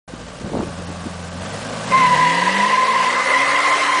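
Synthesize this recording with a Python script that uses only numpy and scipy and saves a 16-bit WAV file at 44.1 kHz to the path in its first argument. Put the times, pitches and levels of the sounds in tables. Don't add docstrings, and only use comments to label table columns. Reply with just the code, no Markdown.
import sys
import numpy as np
from scipy import signal
from scipy.fft import rfft, irfft
from scipy.io import wavfile
from scipy.ndimage import uniform_filter1d, map_coordinates

SR = 44100
rng = np.random.default_rng(int(sys.argv[2]) if len(sys.argv) > 2 else 0)


def makeup_ratio(level_db):
    decades = np.asarray(level_db, float) / 20
    return 10 ** decades


def log_audio(samples):
    frames = np.atleast_2d(samples).T
    limited = np.clip(frames, -1, 1)
    pcm = np.round(limited * 32767).astype(np.int16)
    wavfile.write(sys.argv[1], SR, pcm)


N = 176400
T = np.arange(N) / SR

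# centre_s, length_s, level_db
GUSTS = [(.2, 0.084, -39), (0.451, .05, -29.5), (0.529, .04, -29), (0.562, 0.027, -27.5),
         (.597, .02, -25.5), (0.63, .015, -28.5), (0.671, .04, -31), (0.801, .03, -33), (0.896, 0.026, -31),
         (1.063, .025, -32.5), (1.406, 0.033, -36.5), (1.602, 0.13, -41.5), (1.877, 0.036, -38),
         (1.97, 0.051, -32.5), (2.1, 0.027, -40), (2.183, 0.026, -44), (2.479, 0.017, -42)]


def unit(x):
    return x / np.sqrt(np.mean(x ** 2) + 1e-20)


def along(points, hz):
    f, v = np.transpose(points)
    return np.interp(np.log(hz + 1), np.log(f + 1), v)


def curves(rows):
    s, *columns = np.transpose(rows)
    return [np.interp(T, s, column) for column in columns]


def wobble(rate):
    coarse = np.arange(0, N + 16, 16)
    knots = rng.standard_normal(2000)
    return np.interp(np.arange(N), coarse, map_coordinates(knots, [coarse * rate / SR], mode="mirror"))


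def ramp(s, rise_s):
    return np.sin(np.pi / 2 * np.clip((T - s) / rise_s, 0, 1)) ** 2


def fade(s, rise_s):
    return 1 / (1 + np.exp(-(T - s) / rise_s))


def rush(spectrum, body, patchy_db):
    hz, _, z = signal.stft(rng.standard_normal(N), SR, nperseg=1024)
    patches = uniform_filter1d(rng.standard_normal(z.shape), size=8, axis=0)
    patches = unit(uniform_filter1d(patches, size=5, axis=1))
    colour_db = along(spectrum, hz)
    for centre, width, db in body:
        colour_db = colour_db + db / (1 + (2 * (hz - centre) / width) ** 2)
    z = z * makeup_ratio(colour_db[:, None] + patchy_db * patches)
    return unit(signal.istft(z, SR, nperseg=1024)[1][:N])


def engine():
    # time_s, firing_rate_hz, exhaust_tone_db, roar_db
    rev_up = [(.08, 55, -44, -45), (.25, 57, -44, -44), (.4, 62, -50, -44), (.62, 82, -36, -42),
              (.8, 87, -35.5, -42), (1.37, 87, -35, -41.5), (1.45, 95, -38, -38), (1.56, 102, -37, -37),
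              (1.84, 110, -38, -36), (1.93, 124, -36, -32), (2.15, 150.5, -32, -30), (2.42, 180, -29, -30),
              (2.62, 202, -30.5, -29), (2.85, 221, -39, -31), (3.03, 234, -40, -30), (3.45, 279, -38, -29),
              (3.68, 292, -38, -28), (4, 290, -40, -28.5)]
    hz, tone_db, roar_db = curves(rev_up)
    turns = np.cumsum(hz * (1 + 0.0022 * wobble(30))) / SR
    pulse = 1 + .12 * np.cos(2 * np.pi * turns) + 0.1 * np.cos(np.pi * turns / 2)
    noise = makeup_ratio(roar_db + 0.43 * wobble(25.24)) * pulse * roar()
    return order_tone(turns, 1, tone_db) + side_orders(turns, hz, roar_db) + fan(turns) + noise


def order_tone(turns, k, db):
    level = makeup_ratio(db + 1.7 * wobble(15))
    return level * np.sqrt(2) * np.sin(2 * np.pi * (k * turns + rng.random()))


def side_orders(turns, hz, roar_db):
    # multiple_of_firing_rate, level_over_roar_db
    bank_orders = [(.5, -16.5), (0.751, -16.5), (1.25, -5), (1.5, -3.5), (1.75, -15), (2, 1.5), (2.249, -2),
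                   (2.498, -9), (2.999, -5.5)]
    # frequency_hz, gain_db
    pipe_colour = [(50, 4), (90, -11), (130, -3.5), (175, 5), (230, -16), (340, -16.5), (530, -8.5),
                   (900, -12)]
    behind_db = -7 * fade(3.52, 0.027)
    out = 0
    for k, db in bank_orders:
        out = out + order_tone(turns, k, roar_db + db + behind_db + along(pipe_colour, k * hz))
    return out


def fan(turns):
    centre_s, span_s = 2.33, .27
    return order_tone(turns, 1.59, -37 - 9 * ((T - centre_s) / span_s) ** 4)


def roar():
    # frequency_hz, density_db_per_hz
    idle_colour = [(18, -42), (30, -26), (69, -35.5), (173, -12), (349, -22.5), (515, -9.5), (880, -14.5),
                   (10000, -29.5), (13000, -62), (22000, -120)]
    nose_colour = [(30, -41), (90, -29), (350, -21.5), (550, -11.5), (900, -14), (2200, -14.5),
                   (4500, -21.5), (10000, -32)]
    tail_colour = [(30, -41), (200, -24.5), (450, -17), (800, -10), (2000, -8.5), (3000, -17.5),
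                   (5000, -22), (10000, -29.5)]
    # centre_hz, width_hz, gain_db
    idle_body = [(240, 60, 14.5), (550, 300, 3), (1150, 110, 5.5), (1550, 110, 5.5), (2200, 550, -1.5)]
    nose_body = [(535, 47, 2), (1416, 140, -8), (1642, 130, 8), (2820, 380, 3.5)]
    tail_body = [(550, 150, 0), (1190, 150, 5), (1560, 130, -2.5), (380, 150, 3)]
    load, past = fade(2.04, 0.094), fade(3.1, 0.048)
    idle = makeup_ratio(8.5) * np.sqrt(1 - load) * rush(idle_colour, idle_body, patchy_db=0.5)
    nose = makeup_ratio(7) * np.sqrt(load * (1 - past)) * rush(nose_colour, nose_body, patchy_db=1.5)
    tail = makeup_ratio(8.5) * np.sqrt(load * past) * rush(tail_colour, tail_body, patchy_db=2.5)
    return idle + nose + tail


def tyres():
    # time_s, slip_pitch_hz, level_db, overtone_db, pitch_scatter_share
    squeal = [(1.92, 1040, -13, -9, .007), (1.97, 1055, -12, -9, .008), (2.06, 1012, -12, -12, .006),
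              (2.1, 995, -19, -5, .012), (2.23, 1000, -14, -9, .012), (2.36, 995, -19, -6, .018),
              (2.56, 995, -19, -4, .022), (2.7, 1010, -17, -8, .022), (2.83, 1030, -16, -11, .016),
              (3.05, 1030, -18, -7, .016), (3.13, 1025, -23, -1, .02), (3.3, 1025, -21, 0, .016),
              (3.55, 1040, -21, -1, .018), (3.72, 1045, -18, -5, .016), (3.8, 1045, -22, -2, .02),
              (4, 1015, -18, -7, .018)]
    # pitch_offset_in_scatters, level_db, overtone_db
    tread_patches = [(0, -1.5, -0.5), (-2.5, -7, 1.5), (2, -8.5, -3), (-5.5, -13.5, 2.5)]
    # multiple, level_over_overtone_db
    overtones = [(.53, -11), (2, -0.5), (3, -17), (4, -22)]
    slip_s = 1.907
    hz, level_db, over_db, scatter = curves(squeal)
    together, locked = chirps()
    between = makeup_ratio(-3.5 * ramp(2.085, .02)) * (1 - locked)
    near_db = 8 * (2 * fade(3.66, 0.12) - 1)
    out = 0
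    for offset, patch_db, edge_db in tread_patches:
        wander = .6 * offset + 0.607 * wobble(60) + 1.303 * wobble(300)
        turns = np.cumsum(hz * (1 + scatter * wander)) / SR
        wave = between * np.sin(2 * np.pi * turns)
        for k, db in overtones:
            level = makeup_ratio(over_db + edge_db + db + (k > 2.5) * near_db + 2.77 * wobble(150))
            wave = wave + level * np.sin(2 * np.pi * k * turns + 0.58 * wobble(150))
        out = out + makeup_ratio(patch_db + 190 * scatter * wobble(75)) * wave
    out = out + scrub(slip_s)
    return 1.33 * makeup_ratio(level_db) * ramp(slip_s, .016) * out + together


def scrub(slip_s):
    # frequency_hz, density_db_per_hz
    grit_colour = [(300, -44.5), (700, -8), (1700, 10), (2800, 2), (4000, -2.5), (6000, -19.5),
                   (10000, -31)]
    level_db = -18 - 6 * (T - slip_s) / 2.04 + 1.6 * wobble(39.72)
    return makeup_ratio(level_db) * rush(grit_colour, [], patchy_db=4.5)


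def chirps():
    # time_s, length_s, level_db, pitch_hz
    whole_slips = [(2.052, 0.024, -10, 1010), (2.128, 0.041, -12, 991), (2.165, 0.012, -15.0, 974),
                   (2.195, 0.016, -12.0, 1003), (2.233, 0.045, -12.5, 999.4), (2.269, 0.018, -13, 977),
                   (2.309, 0.043, -17.5, 998), (2.353, 0.013, -17.5, 998), (2.385, 0.021, -16.5, 971),
                   (2.426, 0.012, -13.0, 977), (2.476, 0.019, -14, 1012), (2.55, 0.013, -16.5, 1006),
                   (2.613, 0.02, -18, 983), (2.63, 0.0073, -16, 996), (2.641, 0.029, -15, 1011),
                   (2.668, 0.017, -13.5, 1034), (2.713, 0.008, -16, 1042), (2.743, 0.037, -15, 1013),
                   (2.781, 0.015, -10.5, 1030), (2.8, 0.048, -15.5, 1023), (2.834, 0.022, -12.5, 1029),
                   (2.884, 0.011, -15, 1051), (2.907, 0.044, -15.5, 1020), (2.937, 0.009, -14.0, 1021),
                   (2.965, 0.015, -14, 1048), (2.985, 0.024, -17.5, 1032), (3.009, 0.017, -15.0, 1016),
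                   (3.043, 0.013, -17.0, 1036), (3.078, 0.029, -15.5, 1010), (3.181, 0.036, -19, 1032),
                   (3.363, 0.024, -14.5, 1021), (3.436, 0.026, -17.5, 1021), (3.494, 0.027, -17.5, 1038),
                   (3.592, 0.04, -18.5, 1034), (3.663, 0.027, -18, 1060), (3.721, 0.047, -16.5, 1041),
                   (3.824, 0.033, -18.5, 1049), (3.894, 0.022, -14.5, 1032), (3.942, 0.0084, -15, 1040),
                   (3.964, 0.05, -18.5, 1018)]
    level, locked = np.zeros(N), np.zeros(N)
    for s, length, db, _ in whole_slips:
        burst = np.exp(-np.clip((T - s) / (.52 * length), -4, 4) ** 4)
        level = np.maximum(level, makeup_ratio(db) * burst)
        locked = np.maximum(locked, burst)
    hz = curves(whole_slips)[2] * (1 + .012 * wobble(200))
    tone = np.sqrt(2) * np.sin(2 * np.pi * np.cumsum(hz) / SR)
    return level * makeup_ratio(1.2 * wobble(120)) * tone, .85 * locked


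def tailpipes():
    # frequency_hz, density_db_per_hz
    jet_colour = [(4000, -41), (5600, -9), (6250, 0), (7000, -10), (9000, -40)]
    return makeup_ratio(-47.5 + 2.5 * wobble(30)) * fade(3.6, .05) * rush(jet_colour, [], patchy_db=2.0)


def wind():
    # frequency_hz, density_db_per_hz
    eddy_colour = [(40, -6), (120, 1), (300, -2.5), (600, -6.5), (1200, -16), (2000, -32), (5000, -70)]
    band = signal.butter(2, [25, 160], "band", fs=SR, output="sos")
    rumble = unit(signal.sosfilt(band, rng.standard_normal(N)))
    eddies = makeup_ratio(-5 + 3 * wobble(90)) * gust_level(0) * rush(eddy_colour, [], patchy_db=1.5)
    return thumps() + 0.17 * gust_level(0.06) * rumble + eddies


def gust_level(spread_s):
    return sum(makeup_ratio(db) * np.exp(-((T - s) / (length + spread_s)) ** 2) for s, length, db in GUSTS)


def thumps():
    most, rate, pitch_hz, cycles = 24, 330, 250, 1.9
    out, t = np.zeros(N + SR), np.arange(SR // 25) / SR
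    for s, length, db in GUSTS:
        time_dev, pitch_dev, level_dev = rng.standard_normal((3, most))
        time_dev[0] = pitch_dev[0] = level_dev[0] = 0
        hz = pitch_hz * np.exp(.45 * pitch_dev.clip(-1.3) + .06 * (db + 30.5))
        count = np.clip(2 * length * rate - np.arange(most), 0, 1)
        level = count * makeup_ratio(db - 2 + 1.5 * level_dev)
        u = t * hz[:, None]
        window = np.sin(np.pi * np.clip(u / cycles, 0, 1))
        thump = -np.cos(2 * np.pi * (u - cycles / 2)) * window * level[:, None]
        first = np.clip((s + .6 * length * time_dev) * SR, 0, N).astype(int)
        at = first[:, None] + np.arange(len(t))
        out += np.bincount(at.ravel(), thump.ravel(), len(out))
    return out[:N]


def snaps():
    # time_s, pitch_hz, level_db under full scale (minus pulls, plus pushes)
    slaps = [(0.1384, 262, -19.5), (.412, 260, 25.5), (.447, 105, 20), (.464, 220, -21), (.5, 400, 22),
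             (.521, 300, -15.5), (.5317, 483, -14.5), (.5364, 600, -16.5), (0.5457, 260, -14.5),
             (.5524, 600, -11.5), (0.56, 300, -19), (0.5699, 380, 11), (0.5741, 520, 14.5),
             (0.5872, 300, -18), (.5922, 650, -14), (.596, 300, -13), (0.6008, 282, -15),
             (.6085, 960, -14.5), (.6155, 597, -19), (0.6203, 300, -20), (0.6305, 330, -18),
             (.635, 330, 17), (.903, 240, -21), (1.062, 230, -17), (1.071, 230, -17.5)]
    t = np.arange(2 * SR) / SR
    out = np.zeros(N)
    for s, hz, db in slaps:
        envelope = np.exp(-(1.92 * hz * (t - s)) ** 2)
        out[:len(t)] += np.sign(db) * makeup_ratio(-abs(db)) * np.cos(2 * np.pi * hz * (t - s)) * envelope
    return out


def scene():
    return (engine() + tyres() + tailpipes() + wind() + snaps())[None]


def slots(slot_s):
    single = rng.random(800)[(T / slot_s).astype(int)]
    double = rng.random(800)[(T / slot_s / 2).astype(int)]
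    return np.minimum(single, 2 * double)


def treble_gaps(x):
    from_hz, band_hz, slot_s = 4900, 560, .0075
    spectrum = rfft(x)
    band = np.minimum((np.fft.rfftfreq(N, 1 / SR) - from_hz) // band_hz, 8)
    shared = slots(slot_s) / (.2 * np.exp(-(T / 2.4) ** 4) + .01)
    for k in range(9):
        empty = (slots(slot_s) < .04) | (shared < .4 ** (8 - k))
        x = x - uniform_filter1d(1. * empty, size=64) * irfft(spectrum * (band == k), N)
    return x


def overload(x):
    limit, hardness = np.where(x > 0, .52, .9), 3
    return x / (1 + np.abs(x / limit) ** hardness) ** (1 / hardness)


def low_pass(x):
    return signal.sosfilt(signal.butter(12, 11250, fs=SR, output="sos"), x)


def record(dry):
    x = overload(dry * ramp(.075, .008))
    x = signal.sosfilt(signal.butter(1, 50, "high", fs=SR, output="sos"), x)
    x = irfft(rfft(treble_gaps(x)) * (np.fft.rfftfreq(N, 1 / SR) < 10170), N)
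    is_open = (np.arange(N) > .07 * SR) * (1 - ramp(3.9992, 0.00074))
    return low_pass(x * is_open)


dry = scene()
out = record(dry)
log_audio(out)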